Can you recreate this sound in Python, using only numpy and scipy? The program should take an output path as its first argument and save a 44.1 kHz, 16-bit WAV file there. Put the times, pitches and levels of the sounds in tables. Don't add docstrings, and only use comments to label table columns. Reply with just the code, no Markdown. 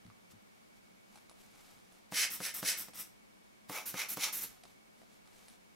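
import sys
import numpy as np
from scipy import signal
from scipy.fft import rfft, irfft
from scipy.io import wavfile

SR = 44100
rng = np.random.default_rng(int(sys.argv[2]) if len(sys.argv) > 2 else 0)


def log_audio(samples):
    frames = np.atleast_2d(samples).T
    limited = np.clip(frames, -1, 1)
    pcm = np.round(limited * 32767).astype(np.int16)
    wavfile.write(sys.argv[1], SR, pcm)


N = 253575
TIME, FREQ = np.arange(N) / SR, np.fft.rfftfreq(N, 1 / SR)

# start, rise and fall in seconds,
# roundness of the top (exponent), hiss of the jet, rush on the lens, extra fizz, extra boom
# and draught on the microphones in dB.
SQUEEZES_HELD = [(2.122, 0.086, 0.081, 2.36, -30.5, -36.5, -1.5, -3.5, -81),
                 (2.405, 0.055, 0.062, 1.97, -39, -43, 2.5, 0, -83),
                 (2.622, 0.065, 0.085, 1.37, -29.5, -39.5, 0, -1, -73)]
SQUEEZES_DOWN = [(3.697, 0.068, 0.059, 1.4, -44, -43.5, 2, 2, -83),
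                 (3.941, 0.063, 0.066, 1.44, -37.5, -39.5, -2.5, -5, -80),
                 (4.173, 0.069, 0.072, 1.47, -31.5, -41, -4, -3.5, -82)]
# frequency in Hz, density in dB per Hz.
INLET_SPECTRUM_HELD = [(60, -12), (200, -2.5), (450, -9.5), (1000, -7), (2100, -3), (2900, -3.5),
                       (4500, -2), (7000, -4), (10000, -2.5), (12200, -6), (14000, -6), (15800, 0)]
# frequency in Hz, density in dB per Hz.
CONTACT_SPECTRUM = [(150, -2), (450, -6), (720, 13.5), (1000, 5), (1300, 6), (2200, 0.5), (4000, 4),
                    (6500, -1.5), (10000, -2.5), (15500, -29)]
# frequency in Hz, correlation (1 is identical).
AIR_LIKENESS = [(100, 0.92), (1000, 1), (3000, 0.83), (6000, 0.84), (10000, 0.39), (15000, 0.84)]
RUSH_SAG_DB = 16


def amp(db):
    return 10 ** (np.asarray(db) / 20)


def unit(x):
    return x / np.sqrt(np.mean(x ** 2) + 1e-20)


def read(points, hz):
    f, value = np.transpose(points)
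    return np.interp(np.log(hz + 1), np.log(f + 1), value)


def add(mix, s, sound):
    part = mix[..., round(s * SR):][..., :sound.shape[-1]]
    part += sound[..., :part.shape[-1]]


def colour(spectrum, peaks=()):
    level = read(spectrum, FREQ)
    for hz, width, db in peaks:
        level = level + db / (1 + (2 * (FREQ - hz) / width) ** 2)
    return amp(level)


def below(hz):
    return 1 / (1 + (FREQ / hz) ** 8)


def noise(gain, likeness):
    mid, side = rfft(rng.standard_normal((2, N)))
    same = np.clip(read(likeness, FREQ), -1, 1)
    mid, side = mid * np.sqrt(1 + same), side * np.sqrt(1 - same)
    return unit(irfft(np.array([mid + side, mid - side]) * gain, N))


def flutter(rate_hz, depth_db):
    wander = irfft(rfft(rng.standard_normal(N)) * below(rate_hz), N)
    return amp(depth_db * unit(wander))


def arch(t, rise, fall, roundness=2):
    return np.maximum(1 - t / rise, (t - rise) / fall) ** roundness


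def ring(modes, t):
    total = np.zeros(len(t))
    for hz, db, t60 in modes:
        detuned_hz = hz * (1 + rng.normal() / 200)
        total += amp(db - 60 * t / t60) * np.sin(2 * np.pi * detuned_hz * t)
    return total


def fan(level_db=-61):
    # frequency in Hz, density in dB per Hz.
    floor_spectrum = [(20, -36), (38, -14), (55, -11), (75, -13), (115, -11.5), (150, -16.5), (185, -5.5),
                      (260, -11), (650, -13.5), (1500, -20), (2600, -23), (4000, -26.5), (12000, -32.5),
                      (15800, -39.5)]
    # frequency in Hz, width in Hz, lift in dB.
    fan_tones = [(218, 7.8, 9), (2236, 58, 10), (2265, 110, 2)]
    # frequency in Hz, correlation (negative is opposed).
    floor_likeness = [(30, -0.5), (70, -1), (180, -0.52), (550, -0.8), (1650, -0.53), (5000, -0.00057),
                      (15000, -0.11)]
    return amp(level_db) * noise(colour(floor_spectrum, fan_tones), floor_likeness)


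def clicks(tap_db=-1, tick_db=1.0, settle_s=0.017):
    # start in seconds,
    # pitch of the tap in Hz, tap in dB, tick in dB, t60 in seconds, ring of the lens cell in dB,
    # second touch in dB relative to the first.
    touches = [(.048, 2020, -61, -62.5, 0.015, -83, 3.5), (.1012, 1160, -48.5, -64, 0.014, -85, -25),
               (1.157, 860, -58, -53.5, 0.031, -65, -3.5), (1.296, 730, -54, -51.5, 0.017, -62.5, -5),
               (1.922, 646, -51.5, -61, .016, -69, -16), (2.935, 830, -72, -53, 0.037, -63, -14),
               (4.636, 705, -51, -51, 0.025, -71, -3.5), (5.017, 680, -50.5, -59, 0.012, -76, -5),
               (5.257, 870, -64, -63, 0.03, -76, 3.5), (5.483, 890, -63, -50.5, 0.013, -60, -7)]
    # frequency in Hz, level in dB, t60 in seconds.
    cell_modes = [(7900, -8, 0.098), (9700, -0.5, 0.09), (9650, -11, .06), (10850, -2, .09)]
    out, t = np.zeros((2, N)), np.arange(SR // 8) / SR
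    contact = noise(colour(CONTACT_SPECTRUM), AIR_LIKENESS)
    for first, hz, dull_db, sharp_db, t60, ring_db, again_db in touches:
        decay = amp(-60 * t / t60)
        for s, db in (first, 0), (first + settle_s, again_db):
            burst = contact[:, round(s * SR) + np.arange(len(t))] * decay
            tick = unit(burst) * np.sqrt(np.mean(decay ** 2))
            tap = ring([(hz, 0, t60), (1.85 * hz, -6, t60 / 2)], t)
            touch = amp(sharp_db + tick_db) * tick + amp(dull_db + tap_db) * tap
            touch = touch + amp(ring_db) * ring(cell_modes, t)
            add(out, s, amp(db) * touch)
    return out


def thuds(onset_s=0.0023):
    # start in seconds, level in dB before the mode levels.
    knocks = [(.053, -53), (.069, -54), (.336, -58.5)]
    # frequency in Hz, level in dB, t60 in seconds.
    bench_modes = [(110, -2.5, 0.21), (170, 7.5, 0.059), (215, 1.5, 0.11), (273, -20, 0.11)]
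    out, t = np.zeros(N), np.arange(SR // 3) / SR
    for s, db in knocks:
        add(out, s, amp(db) * ring(bench_modes, t) * (1 - np.exp(-t / onset_s)))
    return out


def rustle(level_db=-2.0, grain_db=-7.0, grains_per_s=110, sag_db=14.5):
    # start in seconds, length in seconds, level in dB.
    strokes = [(0.297, 0.043, -61.5), (.735, .07, -73), (1.056, .22, -67.5), (1.353, 0.13, -65.5),
               (1.415, 0.49, -64), (1.882, .15, -69), (4.39, 0.22, -64.5), (4.6, 0.16, -67.5),
               (4.94, 0.11, -72), (5.077, 0.11, -67.5), (5.266, 0.26, -65), (5.48, 0.095, -67.5)]
    # frequency in Hz, density in dB per Hz.
    slide_spectrum = [(150, 2), (600, -4.5), (1500, -4), (4000, -4), (7500, -4), (9500, -6.5),
                      (11500, -5.5), (13800, -10), (16000, -19)]
    slips = rng.random(N) < grains_per_s / SR
    size = amp(2.4 * np.minimum(rng.exponential(1, N), 3.5)) * slips
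    impulses = size * rng.choice([-1, 1], N)
    grains = unit(irfft(rfft(impulses) * colour(CONTACT_SPECTRUM), N))
    slide = noise(colour(slide_spectrum), AIR_LIKENESS) * flutter(rate_hz=54, depth_db=1.8)
    speed = sum(amp(db - sag_db * arch(TIME - s, length / 2, length / 2)) for s, length, db in strokes)
    return (amp(level_db) * slide + amp(grain_db) * grains) * speed


def jet(squeezes, spectrum, peaks, hiss_db, rush_db, flutter_db, pan_db, onset_s=0.0032):
    hiss_ends_db = -55
    rush_lag_s = 0.0037
    dulling_db_per_s = 40
    boom_ends_db = 5.5
    shape, low = colour(spectrum, peaks), below(3550)
    hiss = noise(shape * np.sqrt(1 - low), AIR_LIKENESS)
    rush = noise(shape * np.sqrt(low), AIR_LIKENESS)
    fizz = irfft(rfft(hiss) * (1 - below(9500)), N)
    boom = irfft(rfft(rush) * below(1330), N)
    air, t = np.zeros((2, N)), np.arange(SR // 4) / SR
    for s, rise, fall, roundness, top_db, strike_db, fizz_db, boom_db, _ in squeezes:
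        at = round(s * SR) + np.arange(len(t))
        slack = arch(t, rise, fall, roundness)
        late = arch(t - rush_lag_s, rise, fall, roundness)
        fizz_gain = amp(fizz_db - dulling_db_per_s * (t - rise))
        nozzle = hiss[:, at] + fizz[:, at] * (fizz_gain - 1)
        eddies = rush[:, at] + boom[:, at] * (amp(boom_db + boom_ends_db * late) - 1)
        puff = nozzle * amp(hiss_db + top_db + (hiss_ends_db - top_db) * slack)
        puff = puff + eddies * amp(rush_db + strike_db - RUSH_SAG_DB * late)
        add(air, s, puff * (1 - np.exp(-t / onset_s)))
    return air * flutter(rate_hz=140, depth_db=flutter_db) * amp([[pan_db], [-pan_db]])


def draught(linger_s=0.2):
    gust = np.zeros(N)
    for s, rise, fall, *_, db in SQUEEZES_HELD + SQUEEZES_DOWN:
        gust += amp(db - RUSH_SAG_DB * arch(TIME - s, rise, fall + linger_s))
    rumble = below(79) * (1 - below(25))
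    return gust * noise(rumble, [(25, 0.24), (100, 0.38)])


def pops(width_s=0.00015, echo_s=0.00626, swing_s=0.0015, ring_db=1.7):
    # time in seconds, depth of the main dip in dB, leaking air in dB.
    slams = [(2.1234, -28, -43), (2.4047, -29, -43.5), (2.6299, -25, -41), (2.885, -40, -51.5),
             (3.6983, -29, -42), (3.943, -28, -42.5), (4.1727, -27, -38), (4.44, -40, -48)]
    # frequency in Hz, level in dB, t60 in seconds.
    bulb_modes = [(125, -31, 0.17), (186, -22, 0.062), (294.4, -19.5, 0.059), (491, -18.5, 0.068)]
    out, t = np.zeros((2, N)), np.arange(SR // 6) / SR
    leak = noise(colour(INLET_SPECTRUM_HELD), AIR_LIKENESS)
    lead_s, touch, echo = .001, .35, .42
    for s, db, leak_db in slams:
        at = round(s * SR) + np.arange(-SR // 30, SR // 30)
        since = TIME[at] - s
        early, late = rng.uniform(-1.23, 1, 2)
        slaps = [(-lead_s * (1 + early / 3), touch, width_s),
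                 (0, 1, width_s),
                 (echo_s * (1 + late / 10), echo, 1.55 * width_s)]
        dips = sum(size * np.exp(-((since - when) / span) ** 2) for when, size, span in slaps)
        out[:, at] += amp(leak_db) * leak[:, at] * np.exp(-abs(since) / 0.0057) - amp(db) * dips
        add(out, s + swing_s, amp(db + ring_db) * ring(bulb_modes, t))
    return irfft(rfft(out) * (1 - below(117.6)), N)


def suction(releases, open_s=.009):
    power, t = np.zeros(N), np.arange(SR // 3) / SR
    for s, length, db, swell_db, fade in releases:
        opening = np.minimum(t / open_s, 1)
        hold = amp(db + swell_db * (np.minimum(t / length, 1) - .5))
        dying = np.exp(-np.maximum(t - length, 0) / fade)
        add(power, s, (opening * hold * dying) ** 2)
    return np.sqrt(power)


def intake(releases, spectrum, peaks, level_db, flutter_db, pan_db, murmur_db=-1, growth=0.59, full_db=-40):
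    air = noise(colour(spectrum, peaks), AIR_LIKENESS)
    flow = suction(releases) / amp(full_db)
    rush = irfft(rfft(air) * below(9800), N)
    whistle = (air - rush) * flow * flutter(rate_hz=240, depth_db=flutter_db)
    murmur = amp(murmur_db) * rush * flow ** growth
    return amp(level_db + full_db) * (whistle + murmur) * amp([[pan_db], [-pan_db]])


def room(x, wet_db=-10):
    # delay in seconds, gain before dulling.
    echoes = [(.0062, 0.12), (0.0095, 0.33)]
    # frequency in Hz, t60 in seconds.
    decay_times = [(150, 0.49), (1000, 0.42), (5000, 0.42), (15000, 0.26)]
    hz, t, z = signal.stft(rng.standard_normal((2, SR // 2)), SR, nperseg=256)
    decay = amp(-60 * t / read(decay_times, hz)[:, None])
    tail = signal.istft(z * decay * (1 - np.exp(-t / 0.0016)), SR, nperseg=256)[1]
    response = amp(wet_db) * tail / np.linalg.norm(tail[0])
    walls = np.zeros(tail.shape[1])
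    for delay, gain in echoes:
        walls[round(delay * SR)] += gain
    response = response + signal.lfilter(*signal.butter(1, 3500, fs=SR), walls)
    return x + signal.fftconvolve(x, response, axes=1)[:, :N]


def scene():
    # start in seconds, length in seconds,
    # hiss of the inlet in dB, swell over that length in dB, fade time constant in seconds.
    releases_held = [(2.299, 0.052, -41.5, 4.5, 0.017), (2.537, 0.061, -41.5, -4, 0.011),
                     (2.769, 0.05, -42, 0, 0.018), (2.94, 0.069, -49, 16.5, 0.017)]
    releases_down = [(3.855, 0.048, -40.5, -3, 0.014), (4.084, 0.056, -38.5, -1, 0.0057),
                     (4.323, 0.067, -38.5, -2, .02), (4.405, 0.036, -40.5, 3, 0.016)]
    # frequency in Hz, density in dB per Hz.
    jet_spectrum_held = [(80, -32), (300, -20), (600, -13.5), (1200, -12), (1550, -2.5), (2100, -2),
                         (3500, -6), (5500, 1), (7400, -8), (9200, -8.5), (10800, -2), (12200, -7.5),
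                         (13600, -7), (15500, -18)]
    jet_spectrum_down = [(80, -24), (400, -7.5), (850, 0.5), (1300, 2), (1800, -3), (2150, 4), (3100, -6),
                         (4700, -8.5), (5700, -7), (8200, -15), (10900, -8.5), (12200, -13), (13600, -11),
                         (15500, -18)]
    inlet_spectrum_down = [(60, -14), (200, -0.5), (400, -9), (1100, -8.5), (2000, -2.5), (3000, -4),
                           (4600, -3), (7000, -1.5), (9000, -1), (10500, 0.5), (14000, -0.5), (15800, -3)]
    # frequency in Hz, width in Hz, lift in dB (negative is a dip).
    jet_peaks_held = [(520, 120, 5), (1524, 76, 2.5), (1820, 31, 8), (2094, 23, 6.5), (2190, 83, 7),
                      (2550, 87, 5), (3056, 31, 9), (4680, 220, -3.5), (5300, 150, -4), (5770, 75, 3.5),
                      (7200, 350, -1), (8030, 280, 9), (9200, 500, -0.5), (10000, 250, 5.5),
                      (12200, 400, -14), (14600, 350, -1), (15200, 400, 0)]
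    jet_peaks_down = [(862, 32, 3), (1200, 190, -0.5), (1740, 220, -1.5), (2100, 160, 2.5), (2270, 120, 5),
                      (2510, 210, 4), (2730, 71, 0.5), (4450, 180, -6), (5080, 120, -9), (5670, 490, 2.5),
                      (7100, 180, 4), (8300, 500, 0)]
    inlet_peaks_held = [(1320, 170, 5.5), (2030, 160, 3.5), (4470, 430, -9), (5600, 790, 5.5),
                        (8200, 700, 8), (9500, 350, -1), (11300, 1660, 11), (12200, 350, -2),
                        (13050, 830, 11), (13460, 400, 10.5), (14650, 400, -4), (15300, 300, 5)]
    inlet_peaks_down = [(1470, 160, 5.5), (4900, 120, -4), (5750, 360, 4.5), (6740, 350, 3.5),
                        (10800, 560, 7.5), (11450, 550, 6), (12450, 470, 4.5), (13240, 520, 11),
                        (14000, 400, 5.5)]
    held = jet(SQUEEZES_HELD, jet_spectrum_held, jet_peaks_held,
               hiss_db=-0.4, rush_db=0.13, flutter_db=1.0, pan_db=-0.34)
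    held += intake(releases_held, INLET_SPECTRUM_HELD, inlet_peaks_held,
                   level_db=1.05, flutter_db=2.0, pan_db=0.2)
    down = jet(SQUEEZES_DOWN, jet_spectrum_down, jet_peaks_down,
               hiss_db=0.4, rush_db=0.2, flutter_db=1.45, pan_db=-0.4)
    down += intake(releases_down, inlet_spectrum_down, inlet_peaks_down,
                   level_db=0.7, flutter_db=1.6, pan_db=-.5)
    handling = clicks() + thuds() + rustle()
    return room(held + down + pops() + handling) + draught() + fan()


def record(dry, edge_hz=15850):
    lowpass = signal.firwin(511, edge_hz, window=("kaiser", 9), fs=SR)
    return signal.oaconvolve(dry, lowpass[None], "same")


dry = scene()
out = record(dry)
log_audio(out)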